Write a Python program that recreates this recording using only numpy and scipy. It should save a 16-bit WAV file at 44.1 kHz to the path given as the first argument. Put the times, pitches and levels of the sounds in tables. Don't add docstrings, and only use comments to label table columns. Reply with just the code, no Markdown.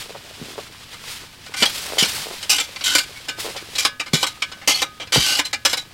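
import sys
import numpy as np
from scipy import signal
from scipy.fft import rfft, irfft, next_fast_len
from scipy.io import wavfile

SR = 44100
rng = np.random.default_rng(int(sys.argv[2]) if len(sys.argv) > 2 else 0)


def materialize(psi):
    bounded = np.clip(np.atleast_2d(psi).T, -1, 1)
    quanta = np.round(bounded * 32767).astype(np.int16)
    wavfile.write(sys.argv[1], SR, quanta)


N = 261513
TIME = np.arange(N) / SR

# t/s, bite level/dB, crushing time/s, low shelf/dB, high shelf/dB,
# slide level/dB, slide level change/dB
DIG_EVENTS = [ (1.539, -25, 0.0045, 9, -2, -23.5, 2.5), (1.982, -12, 0.028, -13, 0, -17, -7),
              (2.494, -9.5, 0.027, 5, 17, -13, -9.5), (2.838, -19.5, 0.029, -6, 10, -17, -5.5),
              (3.781, -16.5, 0.022, 8, 16.5, -29, 4), (4.132, -13, 0.021, 1, 2.5, -25, 0),
              (4.674, -9, 0.019, 17, 20.5, -13, -16), (5.121, -12.5, 0.047, 10, 7, -15.5, -5.5),
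              (5.650, -7, 0.0069, 5.5, 3.5, -26.5, 3.5)]
# t/s, level/dB, low shelf/dB, high shelf/dB
STOP_EVENTS = [(1.623, -7, 4.5, -8), (2.024, -11, -16, 1), (2.583, -17, -1, -3), (2.95, -5.5, 5.5, 10),
               (3.849, -9, 3.5, -0.5), (4.228, -12, 8, 1), (4.818, -13.5, 17, 11), (5.390, -12, 8.5, 2),
               (5.729, -15, 8, 5)]
# t/s, level/dB
PRY_EVENTS = [(1.654, -18), (2.047, -19.5), (2.600, -17), (2.981, -13), (4.265, -22.5), (5.452, -25.5),
              (5.77, -22.5)]
# t/s, level/dB, crushing time/s, low shelf/dB, high shelf/dB
TAP_EVENTS = [ (.929, -36.5, 0.014, 21, 14), (1.463, -33.5, .0024, 25, 13.5), (2.427, -27, 0.0085, 2.5, 2),
              (2.759, -29, 0.0036, -3.5, -39), (2.808, -26.5, 0.0058, 2, -39), (3.284, -22, 0.011, 0.5, -6),
              (3.563, -30, 0.021, -24.5, -9), (3.752, -24.5, 0.013, 2, 2), (3.996, -20.5, 0.012, 5, -9),
              (4.06, -34.5, 0.025, 13, 2), (4.420, -17.5, 0.0074, -9, -28), (4.516, -30.5, 0.0086, 13, -8),
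              (4.614, -38, .03, 32, -10), (4.998, -29, 0.035, 18, -21), (5.07, -36.5, 0.0057, 14, -6),
              (5.262, -18.5, 0.013, 14, 20.5), (5.529, -17, 0.01, -7.5, -12)]
STOP_CRUSH_S = 0.0055


def blows():
    pry_crush_s, pry_low_db, pry_high_db = 0.0073, 3, 7.5
    bites = [dig[:5] for dig in DIG_EVENTS]
    stops = [(s, db, STOP_CRUSH_S, low_db, high_db) for s, db, low_db, high_db in STOP_EVENTS]
    pries = [(s, db, pry_crush_s, pry_low_db, pry_high_db) for s, db in PRY_EVENTS]
    return bites + stops + pries + list(TAP_EVENTS)


def chops():
    # f/Hz, density/dB
    fracture_spectrum = [(60, -18), (250, -16), (700, -12), (1300, -0.5), (2000, -3), (3000, 1.5),
                         (5000, 6), (6300, -2), (8000, -2.5), (11000, -8.5), (16000, -18.5)]
    rise_share, rise_per_db, full_bite_db = 0.13, 0.2, -5
    out, t = np.zeros(N), TIME[:SR // 4]
    cracks = grains(per_s=4500, spread_db=3.5)
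    rows = blows()
    for k, (s, db, crush_s, low_db, high_db) in enumerate(rows):
        rise_s = rise_share * crush_s * from_db(rise_per_db * (db - full_bite_db))
        envelope = push(t, crush_s, rise_s, release_s=0.012) * np.exp(-t / 0.081)
        own_cracks = np.roll(cracks, -k * (N // len(rows)))[:len(t)]
        force = envelope * own_cracks
        body = blade(with_impact(force, impact_db=-7.5), scatter_db=1.0)
        sound = coloured(force, fracture_spectrum) + from_db(6.5) * body
        add(out, s, at_level(shelves(sound, low_db, high_db), envelope, db + 1.5))
    return out


def strokes():
    slide_delay_s = 0.024
    draw_s, draw_db, draw_fade_db = 0.064, -9.5, -10
    slides = []
    for (s, *_, db, fade_db), stop in zip(DIG_EVENTS, STOP_EVENTS):
        length_s = max(stop[0] - s - slide_delay_s, STOP_CRUSH_S)
        slides.append((s + slide_delay_s, length_s, db, db + fade_db))
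    draws = [(s, draw_s, db + draw_db, db + draw_db + draw_fade_db) for s, db in PRY_EVENTS]
    return slides + draws


def scrapes():
    # f/Hz, density/dB
    slide_spectrum = [(80, -18), (400, -10), (1000, -9), (1500, -5.5), (1900, -10.5), (2900, -3.5),
                      (4800, 4.5), (6300, -2.5), (8500, -5), (12000, -8.5), (16000, -23)]
    out, t = np.zeros(N), TIME[:SR // 3]
    slips = grains(per_s=9000, spread_db=2.5) * flutter(rate_hz=150, depth_db=3.0)
    for s, length_s, start_db, end_db in strokes():
        ramp = from_db(np.interp(t, [0, length_s], [start_db, end_db]))
        pressure = ramp * push(t, length_s, rise_s=0.0027, release_s=0.003)
        force = pressure * np.roll(slips, -round(s * SR))[:len(t)]
        body = shelves(blade(force, scatter_db=1.5), low_db=-4.0, high_db=5.5)
        sound = coloured(force, slide_spectrum) + from_db(4.0) * body
        add(out, s, at_level(sound, pressure, db=-1.0))
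    return out


def blade(force, scatter_db):
    # f/Hz, width/Hz, level/dB
    blade_modes = [(295, 34, -4), (511, 72, -2.5), (812, 66, 0), (906, 110, -7), (1280, 5.5, -15),
                   (1363, 32, -43), (1512, 123, -9.5), (1678, 55, -6.5), (2091, 160, -3.5), (2353, 70, 6.5),
                   (2996, 173, 0.5), (3340, 52, 7.5), (3850, 97, -12), (4360, 125, 1), (4270, 73, -12),
                   (4850, 134, -9), (5700, 82, -41), (7770, 74, -4.5)]
    touch_db = rng.normal(0, 1, len(blade_modes)) * scatter_db
    out = np.zeros(len(force))
    for k, (hz, width_hz, db) in enumerate(blade_modes):
        sign = (-1) ** k
        out += sign * from_db(db + touch_db[k]) * resonance(force, hz, width_hz)
    return out


def crowded_modes(x, t60_at_3khz_s=0.036, low_hz=900, high_hz=9000, count=120):
    out, t = np.zeros(N), TIME[:SR // 6]
    hz = np.geomspace(low_hz, high_hz, count)[:, None] * rng.uniform(0.98, 1.015, (count, 1))
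    phase = rng.uniform(0, 2 * np.pi, (count, 1))
    decay = from_db(-60 * t / t60_at_3khz_s * np.sqrt(hz / 3000))
    modes = np.sqrt(hz) * np.sin(2 * np.pi * hz * t + phase) * decay
    starts = sorted(round(s * SR) for s, *_ in blows())
    for start, end in zip(starts, starts[1:] + [N]):
        response = rng.standard_normal(count) @ modes
        response = response / np.linalg.norm(response)
        add(out, start / SR, signal.fftconvolve(x[start:end], response))
    return out


def squeaks():
    # t/s, length/s, f/Hz, level/dB
    squeak_events = [(1.655, 0.0056, 3260, -11), (2.593, 0.008, 7600, -18), (2.855, 0.15, 1504, -26),
                     (2.872, 0.079, 3034, -26), (3.158, 0.029, 2234, -36.5), (4.74, 0.01, 4370, -13.5),
                     (5.445, 0.018, 4090, -23), (5.774, 0.023, 3890, -27)]
    out, t = np.zeros(N), TIME[:SR // 5]
    for s, length_s, hz, db in squeak_events:
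        envelope = push(t, length_s, rise_s=0.0013, release_s=0.0029)
        force = envelope * rng.standard_normal(len(t))
        add(out, s, at_level(resonance(force, hz, width_hz=34), envelope, db))
    return out


def shaft(db_per_blow_db=.4, favour_db=8.0, favour_width=.07):
    # f/Hz, t60/s, level/dB
    shaft_modes = [(560, .3, -38), (1245, .7, -37), (1524, .35, -32), (1683, .4, -34), (2313, .3, -33),
                   (2860, .28, -31), (3660, .28, -33)]
    # t/s, ring level/dB, favoured f/Hz
    contact_states = [(2.7, -11, 1500), (3.29, 6, 1524), (3.78, -10, 1690), (3.85, 3, 1690),
                      (4.0, -4, 1600), (4.23, -1, 1290), (4.42, -1, 1620), (4.82, 0, 1260),
                      (5.39, -3, 1650)]
    out, t = np.zeros(N), TIME[:SR]
    hz, t60_s, mode_db = np.transpose(shaft_modes)[:, :, None]
    contact_s, *columns = np.transpose(contact_states)
    hits = sorted((row[0], row[1]) for table in (DIG_EVENTS, STOP_EVENTS, TAP_EVENTS) for row in table)
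    next_hits_s = [s for s, _ in hits[1:]] + [N / SR]
    for (s, db), next_s in zip(hits, next_hits_s):
        ring_db, favoured_hz = [np.interp(s, contact_s, column) for column in columns]
        favour = np.exp(-(np.log(hz / favoured_hz) / favour_width) ** 2)
        scatter_db = rng.standard_normal(hz.shape)
        start_db = db_per_blow_db * db + ring_db + mode_db + favour_db * favour + scatter_db
        modes = from_db(start_db - 60 * t / t60_s) * np.sin(2 * np.pi * hz * t)
        add(out, s, modes.sum(axis=0) * push(t, next_s - s, rise_s=0.00083, release_s=.02))
    return out


def thuds():
    # t/s, level/dB, f/Hz, length/s
    lump_events = [ (.094, -29.5, 440, 0.011), (0.147, -30, 485, 0.018), (.414, -22, 169, .0075),
                   (0.579, -20, 430, .0091), (1.621, -14, 264, 0.011), (2.024, -12, 181, 0.005),
                   (3.549, -28, 504, 0.015), (4.135, -2.5, 153, 0.0045), (4.675, -21, 279, 0.013),
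                   (5.159, -4, 460, 0.0037), (5.162, -11.5, 134, .015), (5.183, -18, 59.6, 0.0092)]
    delay_s, piece_db, pitch_ratio, piece_s = 0.00287, -25, 2.27, 0.025
    pieces = [(s + delay_s, db + piece_db, hz * pitch_ratio, piece_s) for s, db, hz, _ in lump_events]
    return soft_snow(list(lump_events) + pieces, grains(per_s=830, spread_db=5.0))


def packing_snow():
    # t/s, level/dB, f/Hz, length/s
    packing_events = [(.36, -43, 304, 0.21), (1.845, -31.5, 456, 0.22), (2.23, -35, 423, 0.11),
                      (3.38, -32, 370, 0.016), (3.44, -29.5, 423, 0.067)]
    return soft_snow(packing_events, grains(per_s=260, spread_db=5))


def soft_snow(events, lumps):
    out, t = np.zeros(N), TIME[:SR // 3]
    for s, db, hz, length_s in events:
        envelope = push(t, length_s, rise_s=0.0048, release_s=0.0048)
        crumble = envelope * np.roll(lumps, rng.integers(N))[:len(t)]
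        pat_db = 20 * np.log10(0.006 / length_s)
        force = with_impact(crumble, pat_db)
        sound = resonance(resonance(force, hz, 0.59 * hz), hz, 3 * hz)
        add(out, s, at_level(sound, envelope, db))
    return out


def movement_db():
    # t/s, level/dB
    rustle_levels = [(0, -47.5), (3.76, -41), (3.86, -49), (5.93, -47.5)]
    # peak t/s, level/dB, swell/s, fade/s
    swish_events = [ (.01, -30.5, .05, 0.078), (.52, -34.5, 0.63, 0.48), (1.12, -29, 0.13, 0.12),
                    (1.75, -27, .17, 0.6), (2.12, -26, 0.11, 0.23), (2.98, -33, .45, 0.32),
                    (3.40, -25, .018, 0.12), (3.76, -33.5, 0.18, 0.054), (4.2, -38.5, 0.13, 0.69),
                    (5.9, -45, 0.3, .2)]
    shape = 0.97
    power = from_db(np.interp(TIME, *np.transpose(rustle_levels))) ** 2
    for s, db, swell_s, fade_s in swish_events:
        away = np.abs(TIME - s) / np.where(TIME < s, swell_s, fade_s)
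        swell = from_db(db) * np.exp(-np.minimum(away, 10) ** shape)
        power = power + swell ** 2
    return 10 * np.log10(power)


def coat(swish_db, brighten_db_per_db=0.84, brisk_db=-30):
    # f/Hz, density/dB
    coat_spectrum = [(100, -1), (500, -6.5), (1000, -1), (1700, 1.5), (3200, 4.5), (5000, 3), (6300, -2.5),
                     (8000, -2), (11000, -6.5), (16000, -12.5)]
    rub = coloured(grains(per_s=13000, spread_db=2.5) * flutter(rate_hz=74, depth_db=2.0), coat_spectrum)
    treble = signal.lfilter(*signal.butter(1, 5000, "high", fs=SR), rub)
    treble_gain = from_db(brighten_db_per_db * (swish_db - brisk_db))
    return from_db(swish_db) * (rub + (treble_gain - 1) * treble)


def crumbs(stir_db, low_hz=350, high_hz=2800, count=12):
    ticks = np.zeros(N)
    for hz in np.geomspace(low_hz, high_hz, count):
        clicks = grains(per_s=8.0, spread_db=3.5)
        ticks += rms_one(resonance(clicks, hz, hz / 4)) / np.sqrt(hz)
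    return from_db(.5 * stir_db - 31.0) * rms_one(ticks)


def tent(x, t60_s=0.17, gap_s=0.0073):
    t = TIME[:SR // 2]
    tail = rng.standard_normal(len(t)) * from_db(-60 * t / t60_s) * (t > gap_s)
    dull = shelves(x, low_db=-2, high_db=-28.0)
    wash = signal.fftconvolve(dull, tail / np.linalg.norm(tail))[:N]
    return from_db(-18.5) * np.std(x) * rms_one(wash)


def outdoor_air(level_db=-49):
    # f/Hz, density/dB
    air_spectrum = [(24, -4), (45, -3), (100, 4), (250, -4), (700, -17.5), (2400, -21), (5000, -22.5),
                    (16000, -25.5)]
    return from_db(level_db) * coloured(rng.standard_normal(N), air_spectrum)


def grains(per_s, spread_db):
    sizes = from_db(spread_db * np.minimum(rng.exponential(1, N), 4))
    signs = rng.choice([-1, 1], N)
    return rms_one(sizes * signs * (rng.random(N) < per_s / SR))


def push(t, length_s, rise_s, release_s):
    return (1 - np.exp(-t / rise_s)) * np.exp(-np.maximum(t - length_s, 0) / release_s)


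def with_impact(crumble, impact_db):
    touch = signal.unit_impulse(len(crumble), round(SR / 1000))
    return crumble + touch * np.linalg.norm(crumble) * from_db(impact_db)


def flutter(rate_hz, depth_db):
    knots = rng.standard_normal(N // 16)
    return from_db(depth_db * np.interp(TIME * rate_hz, np.arange(len(knots)), knots))


def resonance(x, hz, width_hz):
    r = np.exp(-np.pi * width_hz / SR)
    zeros = np.array([1, 0, -1]) * (1 - r * r) / 2
    poles = [1, -2 * r * np.cos(2 * np.pi * hz / SR), r * r]
    return signal.lfilter(zeros, poles, x + 1e-18)


def coloured(x, spectrum):
    size = 2 * next_fast_len(len(x) // 2 + 2048)
    hz, db = np.transpose(spectrum)
    bins_hz = np.arange(size // 2 + 1) * SR / size
    gain = rms_one(from_db(np.interp(np.log(bins_hz + 1), np.log(hz), db)))
    cepstrum = irfft(np.log(gain))
    cepstrum[1:size // 2] *= 2
    cepstrum[size // 2 + 1:] = 0
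    return irfft(rfft(x, size) * np.exp(rfft(cepstrum)))[:len(x)]


def shelves(x, low_db, high_db, low_hz=1100, high_hz=4500):
    low = signal.lfilter(*signal.butter(1, low_hz, fs=SR), x)
    high = signal.lfilter(*signal.butter(1, high_hz, "high", fs=SR), x)
    return x + (from_db(low_db) - 1) * low + (from_db(high_db) - 1) * high


def at_level(sound, envelope, db):
    return rms_one(sound) * np.sqrt(np.mean(envelope ** 2)) * from_db(db)


def from_db(db):
    return 10 ** (np.asarray(db) / 20)


def rms_one(x):
    return x / np.sqrt(np.mean(x ** 2) + 1e-20)


def add(out, s, sound):
    start = max(0, round(s * SR))
    out[start:start + len(sound)] += sound[:max(0, N - start)]


def scene():
    contact, moving_db = chops() + scrapes(), movement_db()
    shovel = contact + from_db(-5) * crowded_modes(contact) + squeaks() + shaft()
    work = shovel + thuds() + packing_snow() + coat(moving_db) + crumbs(moving_db)
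    return (from_db(-2.5) * work + tent(work) + outdoor_air())[None]


def record(dry):
    ceiling, cutoff_hz = 0.71, 15900
    low_pass = signal.ellip(12, .2, 80, cutoff_hz, fs=SR, output="sos")
    return signal.sosfilt(low_pass, ceiling * np.tanh(dry / ceiling))


dry = scene()
out = record(dry)
materialize(out)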